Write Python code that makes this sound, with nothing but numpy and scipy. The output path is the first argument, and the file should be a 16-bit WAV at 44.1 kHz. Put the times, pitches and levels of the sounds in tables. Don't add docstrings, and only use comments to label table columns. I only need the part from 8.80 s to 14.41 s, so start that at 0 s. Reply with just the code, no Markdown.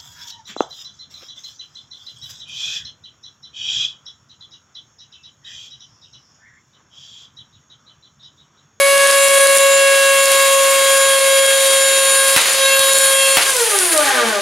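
import sys
import numpy as np
from scipy import signal
from scipy.fft import rfft, irfft, next_fast_len
from scipy.io import wavfile
from scipy.ndimage import uniform_filter1d, minimum_filter1d

SR = 44100
rng = np.random.default_rng(int(sys.argv[2]) if len(sys.argv) > 2 else 0)


def unload_wav(signal):
    wavfile.write(
        sys.argv[1],
        SR,
        np.round(np.clip(np.atleast_2d(signal).T, -1, 1) * 32767).astype(np.int16),
    )


N = 247401
TIME = np.arange(N) / SR
POWER_OFF_S = 4.7


# time_s, speed_hz
SHAFT_SPEED = [(0, 556.0), (0.31, 554.6), (0.6, 551.5), (1.05, 550.0), (1.75, 546.3), (2.45, 543.8),
               (3.15, 541.8), (3.55, 541.4), (3.78, 539.6), (3.92, 541.4), (4.7, 540.5)]
def shaft(wobble=.00031, bearing_decay_s=1.21, air_drag_ratio=.62):
    coasted_s = np.maximum(TIME - POWER_OFF_S, 0)
    slowing = (1 + air_drag_ratio) * np.exp(coasted_s / bearing_decay_s) - air_drag_ratio
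    hz = curves(SHAFT_SPEED)[0] / slowing * (1 + wobble * drift(15.9))
    return hz, 2 * np.pi * np.cumsum(hz) / SR


# order, mid_run_level_db, slope_db_per_s
HARMONICS = [(1, -17.5, -1.13), (2, -24, -1.35), (3, -22.5, -0.93), (4, -28, -2), (5, -31, 0),
             (6, -28.5, 0.7), (7, -29.5, 0.8), (8, -33.5, 1.5), (9, -36.5, 1), (10, -41, 2.5), (11, -37, 1),
             (12, -39, -2), (13, -24.5, 0.16), (14, -33.5, 0.5), (15, -43, -5), (16, -32.5, 1),
             (17, -30.5, -1), (18, -36, 4), (19, -31, 2), (20, -28, 0.5), (21, -37.5, 1), (22, -39, 1),
             (23, -41, 1), (24, -47, 1), (25, -49, 0), (26, -46, 1), (27, -45, 0)]
# middle_s, length_s, order, lift_db
HARMONIC_SWELLS = [(0.044, 0.21, 4, 4), (.08, 0.25, 20, 6), (.6, 0.19, 17, 8.5), (.8, 0.67, 1, 2.5),
                   (0.917, 1.6, 5, 9), (1.65, 1, 22, 5), (1.702, .4, 3, -3.5), (2.014, 0.64, 2, 3.5),
                   (2.3, 0.48, 20, 3), (2.45, 0.89, 6, 4.5), (2.51, 0.36, 1, 3), (2.9, 0.3, 3, -4),
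                   (2.95, 0.68, 2, -3.5), (3.3, 0.83, 17, 11.5), (3.356, 0.24, 1, -3), (3.396, 1.4, 7, 3.5),
                   (3.91, 0.075, 4, 4), (3.944, 0.12, 5, 8.5), (4.429, 0.22, 5, 8.5), (4.44, 0.34, 6, 6.5),
                   (4.42, 0.34, 16, 7.5), (4.45, .3, 13, -2.5)]
def whine(angle, mains_ripple_hz=120, blades=13, mid_run_s=2.3):
    tumble = tumbling()
    rocking = .29 + .53 * swell(3.95, .65)
    mains = np.sin(2 * np.pi * mains_ripple_hz * TIME)
    out = np.zeros((2, N))
    for order, db, slope in HARMONICS:
        db = db + slope * (TIME - mid_run_s) - tumble * (14 if order == 1 else 12)
        db += sum(lift * swell(s, length) for s, length, k, lift in HARMONIC_SWELLS if k == order)
        if order == blades:
            db -= 10 * np.clip((.33 - TIME) / .045, 0, 1)
        flutter = amp(5.5 * rocking * min(order / 10, 1) * drift(11))
        echoes = evened(flutter * (1 + min(.07 * order, .21) * drift(4)))
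        ripple = mains * np.exp(-(order / 9) ** 2) * (1 if order > 1 else .08)
        buzz = 1 + ripple * (.09 + .115j * order)
        phase = order * angle + 2 * np.pi * rng.random()
        tone = np.sqrt(2) * amp(db) * echoes * buzz * np.exp(1j * phase)
        spread = .38 if order == 1 else .54 * incoherence(order * SHAFT_SPEED[0][1]) * drift(.72)
        side = spread * tone.imag
        out += [tone.real + side, tone.real - side]
    return out * np.clip((POWER_OFF_S - TIME) / .045 + 1, 0, 1)


# time_s, level_db
COAST_LEVEL = [(4.66, -22), (4.74, -24), (4.81, -23.5), (4.93, -32), (5.02, -28), (5.14, -27), (5.22, -32),
               (5.45, -26), (5.61, -39.5)]
# frequency_hz, gain_db
CASING_RESPONSE = [(190, -8), (290, -8.5), (370, -0.5), (470, 1.5), (530, -10), (570, 2), (605, 12),
                   (660, -3), (720, -11), (800, -5), (950, -7.5), (1400, -7.5), (2400, -15.5), (5000, -12),
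                   (10000, -1)]
def coasting(hz, angle, half_order_db=-9, buzz_db=-10):
    tone_db, knock = curves(COAST_LEVEL)[0], rattling(hz)
    fade_in = np.clip((TIME - POWER_OFF_S) / .089 + 1, 0, 1)
    live = fade_in > 0
    loose = (amp(half_order_db) * knock / knock.max())[live]
    tones = np.zeros(N)
    for order in np.arange(2, 33) / 2:
        pitch_hz = order * hz[live]
        gain = amp(tone_db[live] + read(CASING_RESPONSE, pitch_hz))
        gain += amp(buzz_db) * knock[live] * shell(pitch_hz)
        gain *= amp(1.5 * drift(22))[live] * (loose if order % 1 else 1)
        tones[live] += gain * np.cos(order * angle[live] + 2 * np.pi * rng.random())
    tones *= np.sqrt(2) * fade_in
    rub = fade_in * evened(np.exp(.3 * np.cos(angle)))
    rattle = coloured(shell, rub * knock * amp(-2))
    return rattle + bearing_hiss(rub) + amp(-4) * tones + amp(-6) * room(tones)


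# speed_hz, width_hz, level_db
ROTOR_RESONANCES = [(404, 43, -29), (262.5, 78, -22)]
def rattling(hz):
    return sum(amp(db) * resonance(hz, f, width) for f, width, db in ROTOR_RESONANCES)


def bearing_hiss(rub, centre_hz=9800, width_hz=1900):
    return coloured(lambda hz: resonance(hz, centre_hz, width_hz) ** 2, rub * amp(-20) * swell(5.03, .32))


# frequency_hz, density_db
RUSH_SPECTRUM = [(25, -29), (130, -22), (220, -22), (320, -19.5), (390, -9), (500, -4.5), (640, -6.5),
                 (800, -9), (1300, -5), (1800, -3.5), (2400, -1), (4300, -3), (5500, -7.5), (6500, -4.5),
                 (7700, -12.5), (10000, -30.5)]
HISS_SPECTRUM = [(5000, -33.5), (7000, -3.5), (7800, -6), (9000, 0.5), (10300, -0.5), (11500, -5.5),
                 (13000, -14.5), (15500, -22)]
# time_s, level_db
HISS_LEVEL = [(0, -26), (.25, -23.5), (.5, -21), (.77, -20.5), (1.05, -29), (1.3, -24.5), (1.7, -22.5),
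              (2.6, -23), (2.85, -21), (3.2, -24), (3.5, -20), (3.95, -24.5), (4.2, -18.5), (4.4, -24),
              (4.65, -21.5), (5.15, -21), (5.6, -33)]
def air(hz, angle, tumble_db=5, chop_depth=.14):
    rush = amp(-21 + tumble_db * tumbling()) * (hz / hz[0]) ** .46
    rush = np.hypot(rush, rattling(hz))
    pulse = evened(1 + chop_depth * np.cos(angle)) * amp(drift(31))
    hiss = amp(curves(HISS_LEVEL)[0] + 1.5 + .8 * drift(37))
    return coloured(shape(RUSH_SPECTRUM), pulse * rush) + coloured(shape(HISS_SPECTRUM), pulse * hiss)


# start_s, level_db, thump_db, tumble_s
IMPACTS = [(3.5622, 3, -18, .26), (3.574, -8, -36, 0), (3.657, -12, -44, 0), (3.993, -16, -27, 0),
           (4.5695, 3, -15, .14), (4.581, -10, -36, 0), (4.622, -19, -44, 0)]
# frequency_hz, density_db
CRACK_SPECTRUM = [(40, -28), (200, -16), (400, -8), (850, -1), (1300, -1), (2400, 2), (4400, -3),
                  (6500, -8), (10000, -3), (12500, -10), (15500, -14)]
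def blows(thump_low_hz=55, thump_high_hz=200):
    def thump_band(hz):
        return hz ** 2 / (hz ** 2 + thump_low_hz ** 2) / (1 + (hz / thump_high_hz) ** 2)
    start_s, db, thump_db, _ = np.transpose(IMPACTS)
    crack = coloured(shape(CRACK_SPECTRUM), bursts(start_s, db, decay_s=.006))
    ring = coloured(shell, bursts(start_s, db - 23, decay_s=.03))
    thump = coloured(thump_band, bursts(start_s, thump_db, decay_s=.005))
    return crack + ring + thump + amp(-13) * room(crack + ring)


def tumbling():
    return sum(np.clip((TIME - s) / .015, 0, 1) * np.clip(1 - ((TIME - s) / length) ** 2, 0, 1)
               for s, _, _, length in IMPACTS if length)


# pitch_hz, width_hz, gain_db
SHELL_MODES = [(819, 39, 10.5), (1193, 54, 10), (1560, 150, 7), (1830, 230, 2.5), (2270, 100, 0.5),
               (3150, 81, 0)]
def shell(hz):
    return sum(amp(db) * resonance(hz, f, width) for f, width, db in SHELL_MODES)


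# start_s, level_db
PLASTIC_HITS = [(0.178, -6), (0.272, -3.5), (0.311, -0.5), (0.484, -4), (0.586, -3), (0.671, -1),
                (0.773, -2), (0.783, 0.5), (1.456, -4.5), (1.517, -6), (1.834, -15), (2.393, -6),
                (2.663, -3.5), (3.734, -7), (3.993, -6), (4.134, -2), (4.185, 2), (4.705, -2), (4.766, -4),
                (4.988, -3), (5.176, -0.5)]
# frequency_hz, density_db
TICK_SPECTRUM = [(60, -30), (400, -8), (1500, -8), (4000, -1.5), (6500, 1), (10000, 7), (11500, -2),
                 (13000, -10), (15500, -18)]
def debris(grit_count=90):
    start_s, db = np.transpose(PLASTIC_HITS)
    bits = bursts(start_s, db + 2, decay_s=.0025)
    when, softness = rng.random((grit_count, 2)).T
    grit = bursts(when * TIME[-1], -24 - 2.5 * np.log(softness + .02), decay_s=.0012)
    ticks = coloured(shape(TICK_SPECTRUM), np.hypot(bits, grit))
    return ticks + amp(-9) * room(ticks)


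# frequency_hz, t60_s
REVERB_TIME = [(100, 0.38), (500, 0.32), (2000, 0.31), (6000, 0.079), (14000, 0.023)]
def room(x, gap_s=.004):
    taps = rng.standard_normal((2, SR // 2)) * (np.arange(SR // 2) > gap_s * SR)
    hz, t, (mid, side) = signal.stft(taps, SR, nperseg=256)
    side = side * incoherence(hz)[:, None]
    decay = amp(-60 * t / read(REVERB_TIME, hz)[:, None])
    tail = signal.istft(np.array([mid + side, mid - side]) * decay, SR, nperseg=256)[1]
    return signal.fftconvolve(np.atleast_2d(x), tail / np.linalg.norm(tail[0]), axes=1)[:, :N]


# frequency_hz, coherence
COHERENCE = [(40, .998), (130, 1), (250, 1), (1000, 0.73), (2000, .89), (4000, 0.87), (8000, 0.95),
             (11500, 1)]
def incoherence(hz):
    return np.sqrt(np.clip(1 - read(COHERENCE, hz), 0, 1))


def coloured(gain, envelope=1):
    size = 2 * next_fast_len(N // 2 + 4096)
    hz = np.fft.rfftfreq(size, 1 / SR)
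    mid, side = rfft(rng.standard_normal((2, N)) * envelope, size)
    coherence = np.clip(read(COHERENCE, hz), 0, 1)
    mid, side = mid * np.sqrt((1 + coherence) / 2), side * np.sqrt((1 - coherence) / 2)
    cepstrum = irfft(np.log(evened(gain(hz)) + 1e-5))[:size // 2]
    cepstrum[1:] *= 2
    return irfft(np.array([mid + side, mid - side]) * np.exp(rfft(cepstrum, size)), size)[:, :N]


def resonance(hz, centre_hz, width_hz):
    return 1 / (1 + (2 * (hz - centre_hz) / width_hz) ** 2)


def bursts(start_s, levels_db, decay_s):
    power = np.zeros(N)
    np.add.at(power, (np.asarray(start_s) * SR).astype(int), amp(levels_db) ** 2)
    return np.sqrt(signal.lfilter([1], [1, -np.exp(-2 / (decay_s * SR))], power + 1e-20))


def swell(middle_s, length_s):
    return np.exp(-3 * ((TIME - middle_s) / length_s) ** 2)


def drift(rate_hz):
    hz = np.fft.rfftfreq(4096, 1 / 400)
    slow = evened(irfft(rfft(rng.standard_normal(4096)) / (1 + (hz / rate_hz) ** 4)))
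    return uniform_filter1d(np.interp(TIME, np.arange(len(slow)) / 400, slow), size=SR // 400)


def amp(db):
    return 10 ** (np.asarray(db) / 20)


def evened(x):
    return x / np.sqrt(np.mean(x ** 2) + 1e-20)


def read(points, hz):
    f, value = np.transpose(points)
    return np.interp(np.log(hz + 1), np.log(f + 1), value)


def shape(points):
    return lambda hz: amp(read(points, hz))


def curves(rows):
    s, *columns = np.transpose(rows)
    return [np.interp(TIME, s, c) for c in columns]


def scene():
    hz, angle = shaft()
    mix = whine(angle) + coasting(hz, angle) + air(hz, angle) + debris() + blows()
    return mix * amp([[.25], [-.25]])


def record(dry):
    overload, ceiling_db, recovery_s, cutoff_hz = 2.4, .2, .006, 15850
    dry = np.clip(dry, -overload, overload)
    over_db = np.maximum(20 * np.log10(abs(dry).max(0) + 1e-9) - ceiling_db, 1e-9)
    release = TIME / recovery_s
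    held_db = np.exp(np.maximum.accumulate(np.log(over_db) + release) - release)
    gain_db = uniform_filter1d(minimum_filter1d(-held_db, size=180), size=120)
    low_pass = signal.firwin(511, cutoff_hz, window=("kaiser", 9), fs=SR)
    return signal.oaconvolve(np.clip(dry * amp(gain_db), -.97, .97), low_pass[None], "same")


dry = scene()
out = record(dry)
unload_wav(out)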